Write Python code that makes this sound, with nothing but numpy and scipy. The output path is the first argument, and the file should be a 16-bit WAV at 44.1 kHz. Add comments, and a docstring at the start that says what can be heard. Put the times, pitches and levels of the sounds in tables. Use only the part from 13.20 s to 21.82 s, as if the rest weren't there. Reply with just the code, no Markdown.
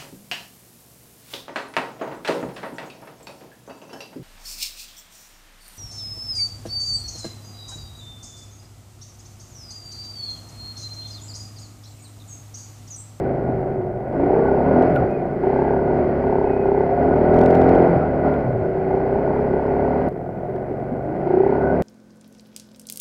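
"""Quad bike on a dirt track

A single-cylinder four-stroke engine, heard from on board, excites fixed resonators once per cycle:
the airbox barks when the throttle is open, the silencer throbs and the engine case rattles.
At high revs the exhaust drones and the overloaded microphone crackles; bumps thump the bodywork.
Near 6.9 s the sound cuts abruptly to the bike idling, and it pulls away again."""
import sys
import numpy as np
from scipy import signal
from scipy.fft import rfft, irfft
from scipy.io import wavfile
from scipy.ndimage import uniform_filter1d, minimum_filter1d

SR = 44100
rng = np.random.default_rng(int(sys.argv[2]) if len(sys.argv) > 2 else 0)


def dump(signal):
    """Clip the signal to [-1, 1] and save it as 16-bit WAV at the path in sys.argv[1]."""
    limited = np.clip(np.atleast_2d(signal).T, -1, 1)
    pcm = np.round(limited * 32767).astype(np.int16)
    wavfile.write(sys.argv[1], SR, pcm)


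N = 380266
TIME = np.arange(N) / SR


def undb(db):
    """Amplitude ratio of a level in decibels."""
    return np.exp(np.asarray(db) * np.log(10) / 20)


def curve(rows):
    """Linear interpolation of (time [s], value) rows."""
    return np.interp(TIME, *np.transpose(rows))


def steady(x, size=6000):
    """Normalisation to a running rms of 1, slow enough to keep the throb of single cycles."""
    return x / np.sqrt(uniform_filter1d(uniform_filter1d(x * x, size), size) + 1e-12)


def colour(x, response, size=4096):
    """Minimum-phase filtering by a (frequency [Hz], gain [dB]) response."""
    hz, db = np.transpose(response)
    gain_db = np.interp(np.log(np.arange(size // 2 + 1) * SR / size + 1), np.log(hz), db)
    cepstrum = irfft(np.log(undb(gain_db)))
    cepstrum[1:size // 2] *= 2
    cepstrum[size // 2 + 1:] = 0
    return signal.fftconvolve(x, irfft(np.exp(rfft(cepstrum))))[:N]


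def resonate(x, hz, width_hz, stages=1):
    """Second-order resonance of unit gain at its centre, applied once or in cascade."""
    for _ in range(stages):
        x = signal.lfilter(*signal.iirpeak(hz, hz / width_hz, fs=SR), x)
    return x


def lag(x, seconds):
    """First-order relaxation towards a control signal."""
    keep = np.exp(-1 / (seconds * SR))
    return x[0] + signal.lfilter([1 - keep], [1, -keep], x - x[0])


def wander(rate_hz):
    """Smooth random fluctuation of unit standard deviation."""
    step = int(SR / rate_hz)
    drift = uniform_filter1d(np.repeat(rng.standard_normal(N // step + 1), step)[:N], step)
    return drift / drift.std()


def pulses(cycles, at, scatter_db, jitter_s):
    """Quasi-periodic impulse train: one impulse per engine cycle, uneven in size and timing."""
    times = np.interp(np.arange(1, int(cycles[-1])) + at, cycles, TIME)
    timing, size = rng.standard_normal((len(times), 2)).T
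    out = np.zeros(N)
    place = np.clip((times + jitter_s * timing) * SR, 0, N - 1).astype(int)
    out[place] = undb(scatter_db * size)
    return out


def gated_noise(cycles, depth_db):
    """Amplitude-modulated noise that swells once a cycle."""
    return rng.standard_normal(N) * undb(depth_db * np.cos(2 * np.pi * cycles))


def harmonics(cycles, firing_hz, response, waver_db, highest):
    """Source and filter: wavering harmonics glide through fixed resonances, dispersed in phase."""
    step, dispersion_rad, third_db = SR // 24, 1.47, -5.5
    out = np.zeros(N)
    for k in range(2, highest + 1):
        hz = k * firing_hz[::step]
        db = np.interp(hz, *np.transpose(response)) + waver_db * rng.standard_normal(len(hz))
        db += third_db * (k == 3)
        phase = 2 * np.pi * (k * cycles % 1) - dispersion_rad * k * k
        out += np.interp(TIME, TIME[::step], undb(db)) * np.cos(phase)
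    return np.sqrt(2) * out


def add_transient(out, sound, start_s, peak_db):
    """Superposition of one short sound at a given peak level."""
    first = int(start_s * SR)
    out[first:first + len(sound)] += undb(peak_db) * sound / np.abs(sound).max()


# spectrum of chassis shake and air on the microphone: (frequency [Hz], gain [dB])
RUMBLE_SPECTRUM = [(10, -13.5), (25, 0.5), (42, 3), (75, 2), (110, 3), (200, -3.5), (600, -70)]
# course of the rumble, low while creeping off from idle: (time [s], relative level [dB])
RUMBLE_LEVELS = [(0, -37), (.8, -38), (1, -33), (1.8, -32), (2.2, -38), (2.8, -31), (3.3, -31), (3.7, -36),
                 (4.17, -24), (4.6, -25), (5.0, -31), (5.5, -35), (6.1, -31.5), (6.87, -33.5),
                 (6.91, -45.5), (7.9, -43), (8.2, -38)]


def chassis_rumble(cycles):
    """Random forcing by track and passing air gives a low rumble that throbs with the engine."""
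    shake = gated_noise(cycles, depth_db=3)
    return undb(curve(RUMBLE_LEVELS)) * steady(colour(shake, RUMBLE_SPECTRUM))


# overloads at high revs: (time [s], relative peak level [dB])
OVERLOADS = [(1.6246, -37.5), (4.142, -38), (4.1659, -40), (4.1896, -32), (4.214, -31), (4.2373, -37),
             (4.261, -30), (4.3024, -40), (4.308, -33.5), (4.3464, -38), (4.353, -33.5), (4.371, -38),
             (4.416, -34.5), (4.4428, -44), (4.4923, -34.5), (4.5514, -39)]


def microphone_crackles(crest_s=.0008, boost_db=4):
    """Clipping flattens a wave crest, and each of its two corners is heard as a snap."""
    out = np.zeros(N)
    age = TIME[:512]
    widths = crest_s * rng.uniform(.6, 1.4, len(OVERLOADS))
    highpass = signal.butter(4, 1900, "high", fs=SR, output="sos")
    for (start, db), width in zip(OVERLOADS, widths):
        crest = np.maximum(age * (width - age), 0)
        add_transient(out, signal.sosfilt(highpass, crest), start, db + boost_db)
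    return out


# sharp ticks, dull clacks and, at 6.887 s, a faint click as the sound switches abruptly to idle:
# (time [s], peak level [dB], ring frequency [Hz])
CLICKS = [(1.757, -40, 4600), (1.761, -25, 1550), (1.768, -35, 2300), (1.910, -47, 5600),
          (5.085, -35, 1800), (5.14, -35, 2000), (6.887, -39, 4120), (6.974, -38, 1430), (7.358, -54, 4400),
          (7.362, -36, 1500)]


def clicks(decay_s=.0015):
    """Damped resonance: a brief noise burst rings; only the high clicks have a bright edge."""
    out = np.zeros(N)
    age = TIME[:1024]
    for start, db, ring_hz in CLICKS:
        burst = rng.standard_normal(len(age)) * np.exp(-age / decay_s)
        ring = resonate(burst, ring_hz, .5 * ring_hz, stages=2)
        edge = undb(-7) * burst * min(ring_hz / 4000, 1) ** 4
        add_transient(out, ring + edge, start, db)
    return out


# jolts of the bodywork over bumps: (time [s], peak level [dB], ring frequency [Hz])
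BUMPS = [(.277, -18.5, 700), (0.291, -14.5, 300), (1.97, -14.5, 388), (2.012, -24.5, 700),
         (6.914, -20.5, 388), (6.96, -21.5, 383), (7.288, -21.5, 370), (7.349, -23, 375), (7.508, -18, 385),
         (7.718, -17.5, 258)]


def bodywork_thumps(rise_s=.0071):
    """A soft impact excites one panel mode: narrow-band noise that swells and dies."""
    out = np.zeros(N)
    age = TIME[:4096]
    swell = age / rise_s * np.exp(1 - age / rise_s)
    for start, db, ring_hz in BUMPS:
        ring = resonate(rng.standard_normal(2 * len(age)), ring_hz, width_hz=64, stages=2)
        add_transient(out, swell * ring[len(age):], start, db)
    return out


# squeals and groans: (time [s], duration [s], start frequency [Hz], end frequency [Hz],
# level [dB], roughness [0-1])
GLIDES = [(-.2, 1.12, 128.2, 107.2, -28, 0.89), (.416, 0.39, 383.4, 364.7, -24.5, 0.63),
          (0.934, 0.22, 253, 316, -19, 0.27), (1.064, 0.23, 429, 472.7, -18.5, .3),
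          (1.103, .22, 1203, 1090, -40, .5), (1.249, 0.059, 1530, 1450, -32, .6),
          (1.419, .28, 225.8, 269.4, -20.5, 0.24), (1.665, .11, 646, 568, -17.5, .4),
          (1.687, 0.21, 167.4, 100.3, -20.5, 0.85), (1.752, 0.032, 1540, 1350, -23, 1),
          (1.761, .05, 1395, 1220, -36, 1), (1.809, 0.05, 780, 700, -20, 1),
          (1.859, 0.18, 2530, 2410, -50.5, 0.84), (2.328, 0.28, 1620, 1630, -42, 1),
          (2.572, 0.48, 361, 371, -19.5, 0.41), (3.2, 0.31, 2520, 2490, -48.5, 0.7),
          (3.552, .45, 677, 721.4, -21.5, 0.33), (4.641, 0.12, 182.3, 159.7, -19, 0.34),
          (4.744, 0.072, 151, 115, -21, 0.62), (4.766, 0.1, 1410, 1300, -36, .7),
          (5.02, 0.18, 1386, 1434, -34.5, 0.77), (5.22, .23, 145, 103, -20, 0.64),
          (8.318, 0.28, 1439, 1506, -33, 1)]


def squeals():
    """Random modulation of frequency and amplitude roughens short gliding tones."""
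    out = np.zeros(N)
    waver, flutter_db = wander(260), 2.5 * wander(60)
    for start, duration, from_hz, to_hz, db, roughness in GLIDES:
        progress = np.clip((TIME - start) / duration, 0, 1)
        hz = from_hz + (to_hz - from_hz) * progress
        hz += roughness * np.hypot(.02 * hz, 24) * waver
        envelope = undb(db + roughness * flutter_db) * np.sin(np.pi * progress)
        out += envelope * np.sin(2 * np.pi * np.cumsum(hz) / SR)
    return out


def rack_chatter(cycles):
    """Impact excitation: a big and a small shake in each cycle ring the front rack."""
    big = pulses(cycles, at=.1, scatter_db=3, jitter_s=.0015)
    small = undb(-5) * pulses(cycles, at=.62, scatter_db=3, jitter_s=.0015)
    return steady(resonate(resonate(big + small, 710, 70), 690, 260))


# response of the engine case and transmission: (frequency [Hz], gain [dB])
CASE_RESPONSE = [(700, -22.5), (1050, -7), (1280, -5), (1460, 0), (1620, -3.5), (1800, -9), (1970, -2.5),
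                 (2450, -14.5), (2800, -23), (3200, -27), (3650, -38), (4300, -31.5), (5000, -37),
                 (6300, -57.5), (15000, -65.5)]
# rasp of the gear teeth: (frequency [Hz], gain [dB])
GEAR_SPECTRUM = [(2500, -29.5), (3600, -10.5), (4200, -1.5), (5000, 2), (5600, -8), (6300, -26.5),
                 (8000, -22), (10000, -38.5)]


def engine_case(cycles):
    """Structure-borne sound: valve taps and rattle ring the case, the drive whirs, the gears rasp."""
    taps = sum(pulses(cycles, at, scatter_db=4, jitter_s=.00006) for at in (.12, .45, .83))
    rattle = gated_noise(2 * cycles, depth_db=1)
    body = steady(colour(steady(rattle) + undb(-10.5) * steady(taps), CASE_RESPONSE))
    whir = steady(resonate(rng.standard_normal(N), 1465, 70, stages=2)) * undb(3.2 * wander(20))
    gears = steady(colour(rng.standard_normal(N), GEAR_SPECTRUM))
    return steady(body + undb(-4) * whir + undb(-31.5) * gears)


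# resonances of the frame: (frequency [Hz], gain [dB])
FRAME_RESPONSE = [(45, -4.5), (68, -6.5), (98, -9.5), (138, 0.5), (168, -11), (200, -5), (232, -10.5),
                  (256, -2.5), (295, -11), (350, -21.5)]


def frame_boom(cycles, firing_hz):
    """Forced vibration: the lowest engine harmonics hum in the frame."""
    return harmonics(cycles, firing_hz, FRAME_RESPONSE, waver_db=2.1, highest=10)


def intake_whine(cycles, firing_hz, order=12, airbox_hz=399, width_hz=125, waver_db=1.7):
    """The twelfth engine harmonic swells near 400 Hz in the airbox resonance, surging each cycle."""
    level = undb(waver_db * (wander(7.3) + wander(45)))
    slip_rad = .12 * waver_db * wander(30)
    tone = level / np.sqrt(np.mean(level ** 2) / 2) * np.cos(2 * np.pi * order * cycles + slip_rad)
    surge = undb(7 * np.cos(2 * np.pi * (cycles - .13)))
    detuning = 2 * (order * firing_hz - airbox_hz) / width_hz
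    return surge * tone / (1 + detuning ** 2)


def silencer(cycles):
    """Cavity resonance: exhaust puffs and gas noise boom in the silencer."""
    puffs = steady(pulses(cycles, at=.4005, scatter_db=3.3, jitter_s=.0001))
    gas = undb(-8) * rng.standard_normal(N)
    return steady(resonate(resonate(puffs + gas, 130, 160), 151, 50))


# resonances of the tailpipe: (frequency [Hz], gain [dB])
PIPE_RESPONSE = [(40, -22), (75, -4), (105, -13.5), (170, -4.5), (215, -14), (260, -0.5), (303, -9.5),
                 (385, 1.5), (430, -5), (470, -3.5), (550, -17.5), (610, -6), (655, -14.5), (770, -7),
                 (890, -25.5), (1040, -28), (1150, -34.5), (1400, -27)]


def tailpipe_drone(cycles, firing_hz):
    """Pipe resonances shape the harmonics of the firing rate into a pitched drone."""
    return harmonics(cycles, firing_hz, PIPE_RESPONSE, waver_db=1, highest=34)


# knocks of the engine on its mounts: (phase [cycles], relative level [dB])
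MOUNT_KNOCKS = [(.37, -3), (.68, 0), (.82, -4)]
# response of the body panels: (frequency [Hz], gain [dB])
PANEL_RESPONSE = [(40, -30), (120, -13), (200, 0.5), (262, -3), (305, -3.5), (385, 4.5), (450, -4.5),
                  (600, 2), (740, -2.5), (860, -11.5), (1050, -19), (1400, -30), (3000, -72.5)]


def body_panels(cycles):
    """Forced vibration: the same knocks shake the panels every cycle, with a buzz between them."""
    knocks = sum(undb(db) * pulses(cycles, at, scatter_db=1.8, jitter_s=.00014)
                 for at, db in MOUNT_KNOCKS)
    buzz = gated_noise(cycles, depth_db=2.5)
    return steady(colour(steady(buzz) + undb(-1.5) * steady(knocks), PANEL_RESPONSE))


# modes of the airbox and intake: (frequency [Hz], bandwidth [Hz], gain [dB])
AIRBOX_MODES = [(263.5, 22, 0), (386, 42.5, 6), (532, 61, -4.5), (700, 60, -1.5), (815, 29, -12.5),
                (882, 23, -10)]


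def intake_bark(cycles):
    """Modal excitation: a kick as the valve opens, a gulp and a rush of air ring the airbox."""
    gulp = pulses(cycles, at=.005, scatter_db=1.1, jitter_s=.00008)
    kick = undb(-8) * pulses(cycles, at=-.075, scatter_db=1.8, jitter_s=.0001)
    rush = gated_noise(cycles - .1, depth_db=10)
    air = steady(gulp + kick) + undb(-10) * steady(rush)
    ring = sum(undb(db) * resonate(air, hz, width) for hz, width, db in AIRBOX_MODES)
    bandpass = signal.butter(8, [170, 945], "band", fs=SR, output="sos")
    return steady(signal.sosfilt(bandpass, ring))


# squeezes of the throttle: (time [s], hold [s], opening [0-1], intake weight [0-1])
THROTTLE_SQUEEZES = [(-.05, 0.55, 0.85, 0), (.92, 0.049, 0.8, 0.1), (0.98, 0.41, 1, 0.37),
                     (1.431, 0.16, 0.68, 0.21), (1.799, 0.043, 0.76, 0.05), (2.208, 0.33, 0.66, 0.62),
                     (2.659, 0.12, 0.2, 0.17), (3.021, 0.3, 0.27, 0.7), (3.43, 0.19, 0.38, 0.78),
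                     (3.779, .85, 0.6, 0.15), (4.126, 0.5, 0.86, 0.1), (5.029, 0.069, 0.58, 0.1),
                     (5.681, 0.48, 0.42, 0.35), (6.3, 0.44, 0.17, 0.42), (6.9, 1.2, 0.1, 0.01),
                     (8.05, 0.29, 0.48, 0.78), (8.4, 0.42, 0.46, .02)]


def throttle(attack_s=.028, sag_s=.08, release_s=.064):
    """Envelopes of engine pull and the intake's power share: each squeeze opens, sags and shuts."""
    pull_sustain, bark_sustain, shut_share = .62, .75, .024
    pull, bark = np.zeros(N), np.zeros(N)
    for start, hold, opening, weight in THROTTLE_SQUEEZES:
        age = np.maximum(TIME - start, 0)
        gate = np.minimum(age / attack_s, 1) * np.exp(-np.maximum(age - hold, 0) / release_s)
        fresh = np.exp(-age / sag_s)
        pull = np.maximum(pull, opening * gate * (pull_sustain + (1 - pull_sustain) * fresh))
        bark = np.maximum(bark, weight * gate * (bark_sustain + (1 - bark_sustain) * fresh))
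    return pull, np.clip(bark + shut_share, 0, 1)


def voice_gain(firing_hz, load, db, octave_db, load_db, cruise_hz=33):
    """Power law: gain rises from db by octave_db per octave above cruise and load_db at full load."""
    return undb(db + octave_db * np.log2(firing_hz / cruise_hz) + load_db * load)


# engine speed: (time [s], firing rate [Hz])
ENGINE_SPEED = [(0.0, 26.22), (0.767, 21.42), (1.165, 32.96), (1.335, 32.67), (1.662, 44.54),
                (1.919, 28.97), (2.205, 29.25), (2.329, 33.47), (2.787, 36.58), (3.453, 32.27),
                (4.262, 42.76), (4.716, 44.6), (4.9, 36.57), (5.077, 38.31), (5.359, 31.15), (5.846, 32.09),
                (6.177, 35.11), (6.29, 33.96), (6.88, 37.15), (6.895, 18.79), (7.334, 22.81),
                (7.812, 23.99), (8.341, 34.44), (8.62, 36.94)]


def scene():
    """Superposition of voices locked to one crank, with scattered transients and microphone hiss."""
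    firing_hz = curve(ENGINE_SPEED)
    cycles = np.cumsum(firing_hz) / SR
    pull, bark = throttle()
    sustained_hz = np.minimum(firing_hz, lag(firing_hz, seconds=.084))  # the drone is slow to build
    drone_gain = voice_gain(sustained_hz, pull, db=-33.5, octave_db=19, load_db=10)
    engine_gain = voice_gain(firing_hz, pull, db=-20.5, octave_db=14.55, load_db=6.7)
    silencer_gain = voice_gain(firing_hz, pull, db=-32.5, octave_db=6, load_db=.43)
    boom_gain = voice_gain(firing_hz, pull, db=-39.5, octave_db=3.2, load_db=1)
    whine_gain = voice_gain(firing_hz, bark, db=-27.5, octave_db=4.2, load_db=6.9)
    case_gain = voice_gain(firing_hz, pull, db=-42, octave_db=13.5, load_db=4.6)
    # at high revs the pitched drone takes over from loose rattle and rumble
    loose = 1 / np.sqrt(1 + 18 * (drone_gain / engine_gain) ** 2)
    # the throttle trades panel rattle for a firm bark
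    quad = engine_gain * np.sqrt(bark) * intake_bark(cycles)
    quad += engine_gain * np.sqrt(1 - bark) * loose * body_panels(cycles)
    quad += silencer_gain * loose * silencer(cycles)
    quad += loose * chassis_rumble(cycles)
    quad += boom_gain * loose * frame_boom(cycles, firing_hz)
    quad += drone_gain * tailpipe_drone(cycles, firing_hz)
    quad += whine_gain * intake_whine(cycles, firing_hz)
    quad += case_gain * engine_case(cycles)
    quad += undb(-37.5) * rack_chatter(cycles)  # constant level, so it stands out at idle
    quad += squeals() + bodywork_thumps() + clicks() + microphone_crackles()
    hiss = undb(-72.5) * rng.standard_normal(N)
    return (quad + hiss)[None]


def record(dry):
    """Peak limiting holds down the tallest crests, and a low-pass filter cuts the top."""
    ceiling, cutoff_hz = .7, 15800
    allowed = ceiling / np.maximum(np.abs(dry), ceiling)
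    held = minimum_filter1d(allowed, size=121)
    gain = uniform_filter1d(uniform_filter1d(held, size=61), size=61)
    return signal.sosfilt(signal.ellip(8, .2, 70, cutoff_hz, fs=SR, output="sos"), dry * gain)


dry = scene()
out = record(dry)
dump(out)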